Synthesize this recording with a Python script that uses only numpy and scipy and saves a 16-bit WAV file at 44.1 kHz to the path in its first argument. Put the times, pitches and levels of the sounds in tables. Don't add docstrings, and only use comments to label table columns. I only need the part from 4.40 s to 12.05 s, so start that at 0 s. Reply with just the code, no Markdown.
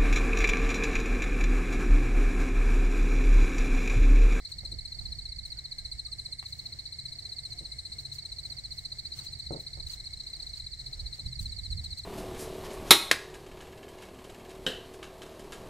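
import sys
import numpy as np
from scipy import signal
from scipy.fft import rfft, irfft, next_fast_len
from scipy.io import wavfile
from scipy.ndimage import map_coordinates

SR = 44100
rng = np.random.default_rng(int(sys.argv[2]) if len(sys.argv) > 2 else 0)


def to_wav(s):
    ch = np.atleast_2d(s).T
    pcm = np.round(np.clip(ch, -1, 1) * 32767)
    wavfile.write(sys.argv[1], SR, pcm.astype(np.int16))


N = 337365
TIME = np.arange(N) / SR


def close_crickets():
    # first_s, last_s, stroke_count, level_db
    near_runs = [(0.055, 0.660, 10, -31), (0.726, 1.522, 13, -31), (1.596, 2.063, 8, -31),
                 (2.129, 3.056, 15, -31.5), (3.124, 4.255, 18, -31.5), (4.321, 4.792, 8, -31.5),
                 (4.869, 6.138, 20, -32), (6.203, 7.194, 16, -32.4), (7.262, 7.597, 6, -32.5)]
    right_runs = [(0.072, 0.756, 11, -35.8), (0.825, 1.387, 9, -34), (1.453, 1.923, 8, -33.5),
                  (1.992, 2.404, 7, -35.5), (2.476, 3.602, 17, -35.5), (3.758, 4.381, 10, -35),
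                  (4.455, 4.740, 5, -31.5), (4.818, 5.165, 6, -34.6), (5.281, 5.502, 4, -33),
                  (5.661, 6.395, 11, -34.5), (6.465, 7.030, 9, -36), (7.098, 7.585, 8, -33)]
    ahead_runs = [(0.057, 0.320, 5, -38), (0.924, 1.122, 4, -59), (1.399, 2.001, 10, -38),
                  (2.535, 3.536, 16, -38.5), (3.597, 4.461, 14, -37.5), (4.795, 5.126, 6, -38),
                  (5.519, 6.225, 12, -39.5), (6.352, 7.060, 12, -38.5), (7.123, 7.640, 9, -36.5)]
    near = cricket(trill(near_runs, uneven_db=0.8), pitch_hz=4187.4, fall_hz=534, length_s=0.0175,
                   right_db=-2.5, lead_ms=0.29, beam_db=3, wing_db=-2.5, skip_db=-24, sag_hz_per_s=8.3)
    right = cricket(trill(right_runs, uneven_db=1.7), pitch_hz=4480, fall_hz=670, length_s=0.0165,
                    right_db=-12, lead_ms=0.328, beam_db=2, wing_db=-1, skip_db=-28)[::-1]
    ahead = cricket(trill(ahead_runs, uneven_db=1.5), pitch_hz=4120, fall_hz=174, length_s=0.015,
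                    right_db=-5.5, lead_ms=-0.004, beam_db=4.5, wing_db=4.5, skip_db=-11, skip_at=0.17)
    direct = near + right + ahead
    ground = gain_of(-20) * echo(direct, fade_s=0.04, first_s=0.003)
    garden = gain_of(-18) * echo(direct, fade_s=0.063, first_s=0.005)
    return direct + ground + garden


def trill(runs, uneven_db, jitter_s=0.0006):
    strokes = np.array([(s, db) for first, last, count, db in runs
                        for s in np.linspace(first, last, count)])
    return strokes + rng.standard_normal(strokes.shape) * [jitter_s, uneven_db]


def cricket(strokes, pitch_hz, fall_hz, length_s, right_db, lead_ms, beam_db,
            wing_db=0, skip_db=-26, skip_at=0.68, sag_hz_per_s=0):
    # pitch_multiple, level_db
    overtones = [(2, -23.5), (3, -42)]
    rasp_db, catch_db, flutter, jitter_hz, skew = -33, -22, 0.11, 17, 0.74
    t = np.arange(0, length_s, 1 / SR)
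    progress = t / length_s
    swell = np.sin(np.pi * progress ** skew) ** 1.1 * (1 - np.exp(-(t / 0.0005) ** 2))
    overtone_swell = np.sqrt(np.sin(np.pi * progress))
    crest = 0.5 ** (1 / skew)
    glide_hz = fall_hz * ((progress - crest) + 0.22 * (progress - crest) ** 2)
    tone, treble, friction = np.zeros((3, N))
    for time_s, level_db in strokes:
        start_s, size = time_s - crest * length_s, gain_of(level_db)
        teeth_per_s = pitch_hz - sag_hz_per_s * time_s - glide_hz + jitter_hz * wander(t, 560)
        phase = 2 * np.pi * np.cumsum(teeth_per_s) / SR
        add(tone, start_s, size * swell * (1 + flutter * wander(t, 750)) * np.sin(phase))
        upper_tones = sum(gain_of(db) * np.sin(multiple * phase) for multiple, db in overtones)
        flicker = gain_of(wing_db + 3.45 * wander(t, 158))
        add(treble, start_s, size * overtone_swell * flicker * upper_tones)
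        catch = gain_of(catch_db) * np.exp(-t / 0.00073)
        skip = gain_of(skip_db) * rng.random() * np.exp(-abs(t - skip_at * length_s) / 0.0014)
        add(friction, start_s, size * (gain_of(rasp_db) * swell + catch + skip))
    treble = gain_of(-0.5) * treble + gain_of(1.5) * ringing(treble, hz=8323, width_hz=270)
    scrape_colour = [(3500, -28), (5400, -1.5), (6200, 1.5), (7000, -5), (8500, 2), (10500, -24),
                     (15000, -11)]
    treble += friction * unit_level(coloured(rng.standard_normal(N), scrape_colour))
    return placed(tone, right_db, lead_ms) + placed(treble, right_db + beam_db, lead_ms)


def far_crickets(count=4):
    chorus = np.zeros((2, N))
    for pitch_hz in np.linspace(4130, 4650, count):
        jitter, levels_db = rng.standard_normal((2, 122))
        gaps_s = rng.uniform(0.064, 0.073) + 0.0012 * jitter
        times_s = np.cumsum(gaps_s) - rng.uniform(0.07, 0.14)
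        song = cricket(zip(times_s, levels_db), pitch_hz, fall_hz=336, length_s=0.016,
                       right_db=2, lead_ms=rng.uniform(-0.397, 0.426), beam_db=10)
        chorus += song + gain_of(-0.5) * echo(song, fade_s=0.1, first_s=0.0015)
    return gain_of([[-55.5], [-53.5]]) * unit_level(chorus)


def wind(eddies_per_s=9):
    # time_s, buffet_db, rush_db
    gusts = [(0.0, -52, -60), (0.25, -52.5, -50), (0.3, -43, -45), (0.51, -52, -55.5), (0.58, -47, -44),
             (0.77, -44.5, -48.5), (1.36, -54.5, -57.5), (1.45, -51, -52.5), (3.13, -67, -53.5),
             (3.19, -57.5, -53.5), (5.03, -60, -52.5), (5.11, -59, -49.5), (5.3, -56, -57),
             (5.37, -42.5, -47), (5.69, -53.5, -55.5), (6.18, -54.5, -54), (6.31, -56.5, -60),
             (6.65, -40, -47.5), (6.8, -59, -54), (6.86, -45, -38), (6.95, -56, -50.5), (7.01, -43.5, -40),
             (7.22, -47, -50), (7.37, -43, -37.5), (7.59, -51, -52), (7.65, -52, -49)]
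    # pitch_hz, level_db
    buffet_colour = [(10, -25), (22, -17.5), (35, -4.5), (45, -7), (62, -1.5), (80, -18.5), (140, -57),
                     (400, -97)]
    rush_colour = [(30, -10), (55, -9.5), (76, 0), (100, -2), (118, -6.5), (138, -11), (165, -14),
                   (210, -21), (300, -33.5), (900, -57.5)]
    times_s, buffet_db, rush_db = np.transpose(gusts)
    buffet = gain_of(np.interp(TIME, times_s, buffet_db) + 2.94 + 2.5 * wander(TIME, eddies_per_s))
    buffet = buffet * noise(buffet_colour, likeness=0.83)
    rush = gain_of(np.interp(TIME, times_s, rush_db) + 2.36 + wander(TIME, eddies_per_s))
    rush = rush * noise(rush_colour, likeness=0.86)
    return gain_of([[-4.5], [2]]) * buffet + gain_of([[-4], [2.5]]) * rush


def knocks():
    # start_s, level_db, brightness_db_per_octave
    blows = [(0.2325, -44.5, 4.5), (0.3207, -41, -5.5), (0.6113, -49, 10), (1.8852, -52, 5),
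             (3.209, -41, -4.5), (3.232, -52, -3), (4.5227, -49.5, 8), (5.1063, -24, -0.5),
             (5.1451, -30, -1.5), (5.3726, -42, 4.5), (6.786, -47.5, 7)]
    # pitch_hz, level_db, fade_s (time to drop 60 dB)
    wood_tones = [(148, 1, 0.062), (201, -2, 0.026), (280, -6, 0.056), (354, -8, 0.086), (427, -5, 0.094),
                  (465, 1.5, 0.023), (578, -3, 0.045), (647, 0.5, 0.037), (723, -16, 0.076),
                  (875, 0.5, 0.028), (1070, -12.5, 0.066), (1336, -1.5, 0.019)]
    t, direct = np.arange(SR // 4) / SR, np.zeros(N)
    soft_start = 1 - np.exp(-t / 0.001)
    for start_s, level_db, brightness in blows:
        ring = np.zeros(len(t))
        for k, (hz, tone_db, fade_s) in enumerate(wood_tones):
            size = gain_of(tone_db + brightness * np.log2(hz / 500))
            sign = (-1) ** (k // 3)
            ring += sign * size * gain_of(-60 * t / fade_s) * np.sin(2 * np.pi * hz * t)
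        ring *= soft_start
        add(direct, start_s, gain_of(level_db) * ring / abs(ring).max())
    wall = echo(direct, fade_s=0.23, first_s=0.0024)
    return placed(direct + gain_of(-1) * wall[0], right_db=3, lead_ms=0.31) + gain_of(-12) * wall


def rustles(grain_db=3, boost_db=5.5):
    # middle_s, length_s, level_db (before the boost), low_edge_hz
    brushes = [(0.105, 0.05, -60, 2580), (1.07, 0.035, -59, 6000), (2.096, 0.034, -58, 6000),
               (2.149, 0.31, -65, 6000), (3.608, 0.053, -59.5, 5900), (3.75, 0.052, -54, 5740),
               (3.787, 0.039, -62.5, 2000), (4.074, 0.18, -68, 6000), (4.385, 0.16, -62.5, 5000),
               (4.782, 0.092, -54.5, 3900), (4.804, 0.068, -62.5, 800), (4.85, 0.045, -54, 4470),
               (5.215, 0.052, -60, 7000), (5.518, .12, -52.5, 4250), (5.535, 0.096, -66, 1500),
               (6.175, 0.063, -60.5, 3000), (6.771, 0.084, -63, 2920), (7.02, 0.061, -52, 6100),
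               (7.446, 0.033, -58, 3480), (7.588, 0.018, -52.5, 5530)]
    # pitch_hz, level_db
    brush_colour = [(1000, 14), (2500, 2), (4000, 2.5), (6500, 1), (8500, 1.5), (10500, -10), (13000, -7.5),
                    (16000, -5.5)]
    out = np.zeros((2, N))
    for middle_s, length_s, level_db, low_edge_hz in brushes:
        t = np.arange(0, length_s, 1 / SR)
        grains = rng.standard_normal((2, SR))[:, :len(t)] * gain_of(grain_db * wander(t, 408))
        low_cut = signal.butter(2, low_edge_hz, "high", fs=SR)
        brush = unit_level(signal.lfilter(*low_cut, coloured(grains, brush_colour)))
        swell = gain_of(level_db + boost_db) * np.sin(np.pi * t / length_s)
        add(out, middle_s - length_s / 2, swell * brush)
    return out


def dry_snap(start_s=2.027):
    t, burst = np.arange(SR // 50) / SR, np.zeros(N)
    add(burst, start_s, gain_of(-37) * rng.standard_normal(len(t)) * np.exp(-t / 0.002))
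    snap = coloured(burst, [(400, -2), (1200, 7), (2600, 7), (3600, 2), (6000, -14)])
    return placed(snap, right_db=-2, lead_ms=0.2) + gain_of(-6) * echo(snap, fade_s=0.08, first_s=0.003)


def bush_cricket(grain_db=2):
    # middle_s, length_s, level_db
    buzzes = [(1.812, 0.61, -60.5), (3.42, 0.76, -60.5)]
    swell = np.zeros(N)
    for middle_s, length_s, level_db in buzzes:
        t = np.arange(0, length_s, 1 / SR)
        add(swell, middle_s - length_s / 2, gain_of(level_db) * np.sin(np.pi * t / length_s))
    buzz = noise([(6500, -60), (7500, -6), (8300, 1), (9000, -7), (10000, -21), (11000, -42)],
                 likeness=0.2)
    return swell * gain_of(grain_db * wander(TIME, 120)) * buzz


def frogs(pitch_hz=2120, spread_hz=85, length_s=0.021, calls_per_s=12, count=16):
    t, chorus = np.arange(0, length_s, 1 / SR), np.zeros(N)
    for offset in np.linspace(-2, 2, count):
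        note = np.sin(np.pi * t / length_s) * np.sin(2 * np.pi * (pitch_hz + spread_hz * offset) * t)
        calls = (rng.random(N) < calls_per_s / SR).astype(float)
        chorus += np.exp(-0.5 * offset ** 2) * signal.oaconvolve(calls, note)[:N]
    purr = placed(chorus, right_db=-1, lead_ms=0.34)
    purr += gain_of(-8) * echo(chorus, fade_s=0.2, first_s=0.0064)
    murmur = noise([(1200, -39), (1650, -6.5), (1900, -4), (2150, -3), (2350, -12), (2600, -66)],
                   likeness=0.85, lead_ms=0.42)
    return gain_of(-66) * unit_level(purr) + gain_of(-67.5) * murmur


def night_bird():
    # start_s, length_s, first_hz, last_hz, level_db
    calls = [(1.14, 0.087, 1430, 1600, -69), (1.367, 0.062, 1650, 1590, -65),
             (1.673, 0.031, 1180, 1256, -62), (2.623, 0.74, 716, 727, -80)]
    song = np.zeros(N)
    for start_s, length_s, first_hz, last_hz, level_db in calls:
        progress = np.arange(0, length_s, 1 / SR) / length_s
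        phase = 2 * np.pi * np.cumsum(first_hz + (last_hz - first_hz) * progress) / SR
        add(song, start_s, gain_of(level_db) * np.sin(np.pi * progress) * np.sin(phase))
    return song + gain_of(-5) * echo(song, fade_s=0.39, first_s=0.0064)


def insect_hiss(start_db=-57, end_db=-54):
    # pitch_hz, level_db
    hiss_colour = [(3200, -15), (4300, 12.5), (4950, -5.5), (5350, 3), (5850, -10), (6800, -3.5), (7600, 1),
                   (8300, 2), (8900, -4.5), (9700, -20), (11500, -20)]
    level_db = np.linspace(start_db, end_db, N) + 0.4 * wander(TIME, 3.36) + 0.88 * wander(TIME, 30)
    return gain_of(level_db) * noise(hiss_colour, likeness=0.1)


def far_hum(pitch_hz=131):
    # time_s, level_db
    hum_levels = [(0, -61), (1.5, -59.5), (2.5, -57), (3.1, -55.5), (4.8, -54.5), (5.6, -59), (6.3, -53.5),
                  (7.65, -59)]
    phase = 2 * np.pi * np.cumsum(pitch_hz + 1.743 * wander(TIME, 12)) / SR
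    level_db = np.interp(TIME, *np.transpose(hum_levels)) + 3.5 * wander(TIME, 9)
    return placed(gain_of(level_db) * np.sin(phase), right_db=-1.5, lead_ms=0.076)


def far_air():
    # pitch_hz, level_db
    air_colour = [(100, -1), (300, 2), (420, -0.5), (560, -3), (720, 2), (950, -9), (1400, -8),
                  (2600, -15.5), (3200, -11.5), (6000, -3), (10500, -35), (13000, -15.5), (16000, -22.5)]
    return noise(air_colour, likeness=0.5, lead_ms=0.4) * gain_of(-61.5 + 1.86 * wander(TIME, 7))


def echo(x, fade_s, first_s):
    t = np.arange(SR // 2) / SR
    fade_in = np.clip(t / first_s - 1, 0, 1)
    tail = rng.standard_normal((2, len(t))) * gain_of(-60 * t / fade_s) * fade_in
    return signal.oaconvolve(np.atleast_2d(x), tail / np.linalg.norm(tail[0]), axes=1)[:, :N]


def placed(x, right_db, lead_ms):
    size = next_fast_len(N)
    delay = np.exp(-2j * np.pi * np.fft.rfftfreq(size, 1000 / SR) * lead_ms)
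    return np.array([x, gain_of(right_db) * irfft(rfft(x, size) * delay, size)[:N]])


def noise(colour, likeness, lead_ms=0):
    shared, separate = rng.standard_normal((2, N))
    left, late = placed(shared, 0, lead_ms)
    right = likeness * late + np.sqrt(1 - likeness ** 2) * separate
    return unit_level(coloured(np.array([left, right]), colour))


def coloured(x, colour):
    size = next_fast_len(x.shape[-1])
    hz, db = np.transpose(colour)
    curve_db = np.interp(np.log(np.fft.rfftfreq(size, 1 / SR) + 1), np.log(hz), db)
    return irfft(rfft(x, size) * gain_of(curve_db), size)[..., :x.shape[-1]]


def ringing(x, hz, width_hz):
    return signal.lfilter(*signal.iirpeak(hz, hz / width_hz, fs=SR), x)


def wander(t, rate):
    knots = rng.standard_normal(512)
    return map_coordinates(knots, [(t - t[0]) * rate], order=2, mode="wrap")


def gain_of(db):
    return 10 ** (np.asarray(db) / 20)


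def unit_level(x):
    return x / np.sqrt(np.mean(x ** 2) + 1e-20)


def add(mix, start_s, sound):
    start = int(round(start_s * SR))
    sound = sound[..., max(-start, 0):]
    part = mix[..., max(start, 0):][..., :sound.shape[-1]]
    part += sound[..., :part.shape[-1]]


def scene():
    animals = close_crickets() + far_crickets() + bush_cricket() + frogs() + night_bird()
    background = far_air() + far_hum() + insect_hiss()
    return animals + background + wind() + knocks() + dry_snap() + rustles()


def record(dry):
    # pitch_hz, change_db
    right_shade = [(50, -2), (1000, -4), (2200, -1), (3000, -4), (4000, 1.5), (4800, -3), (6500, -3),
                   (8300, -9), (11500, -13.5), (16000, -13)]
    top_hz = 15760
    microphones = np.array([dry[0], coloured(dry[1], right_shade)])
    high_cut = signal.firwin(801, top_hz, window=("kaiser", 9), fs=SR)
    return signal.oaconvolve(microphones, high_cut[None], "same")


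dry = scene()
out = record(dry)
to_wav(out)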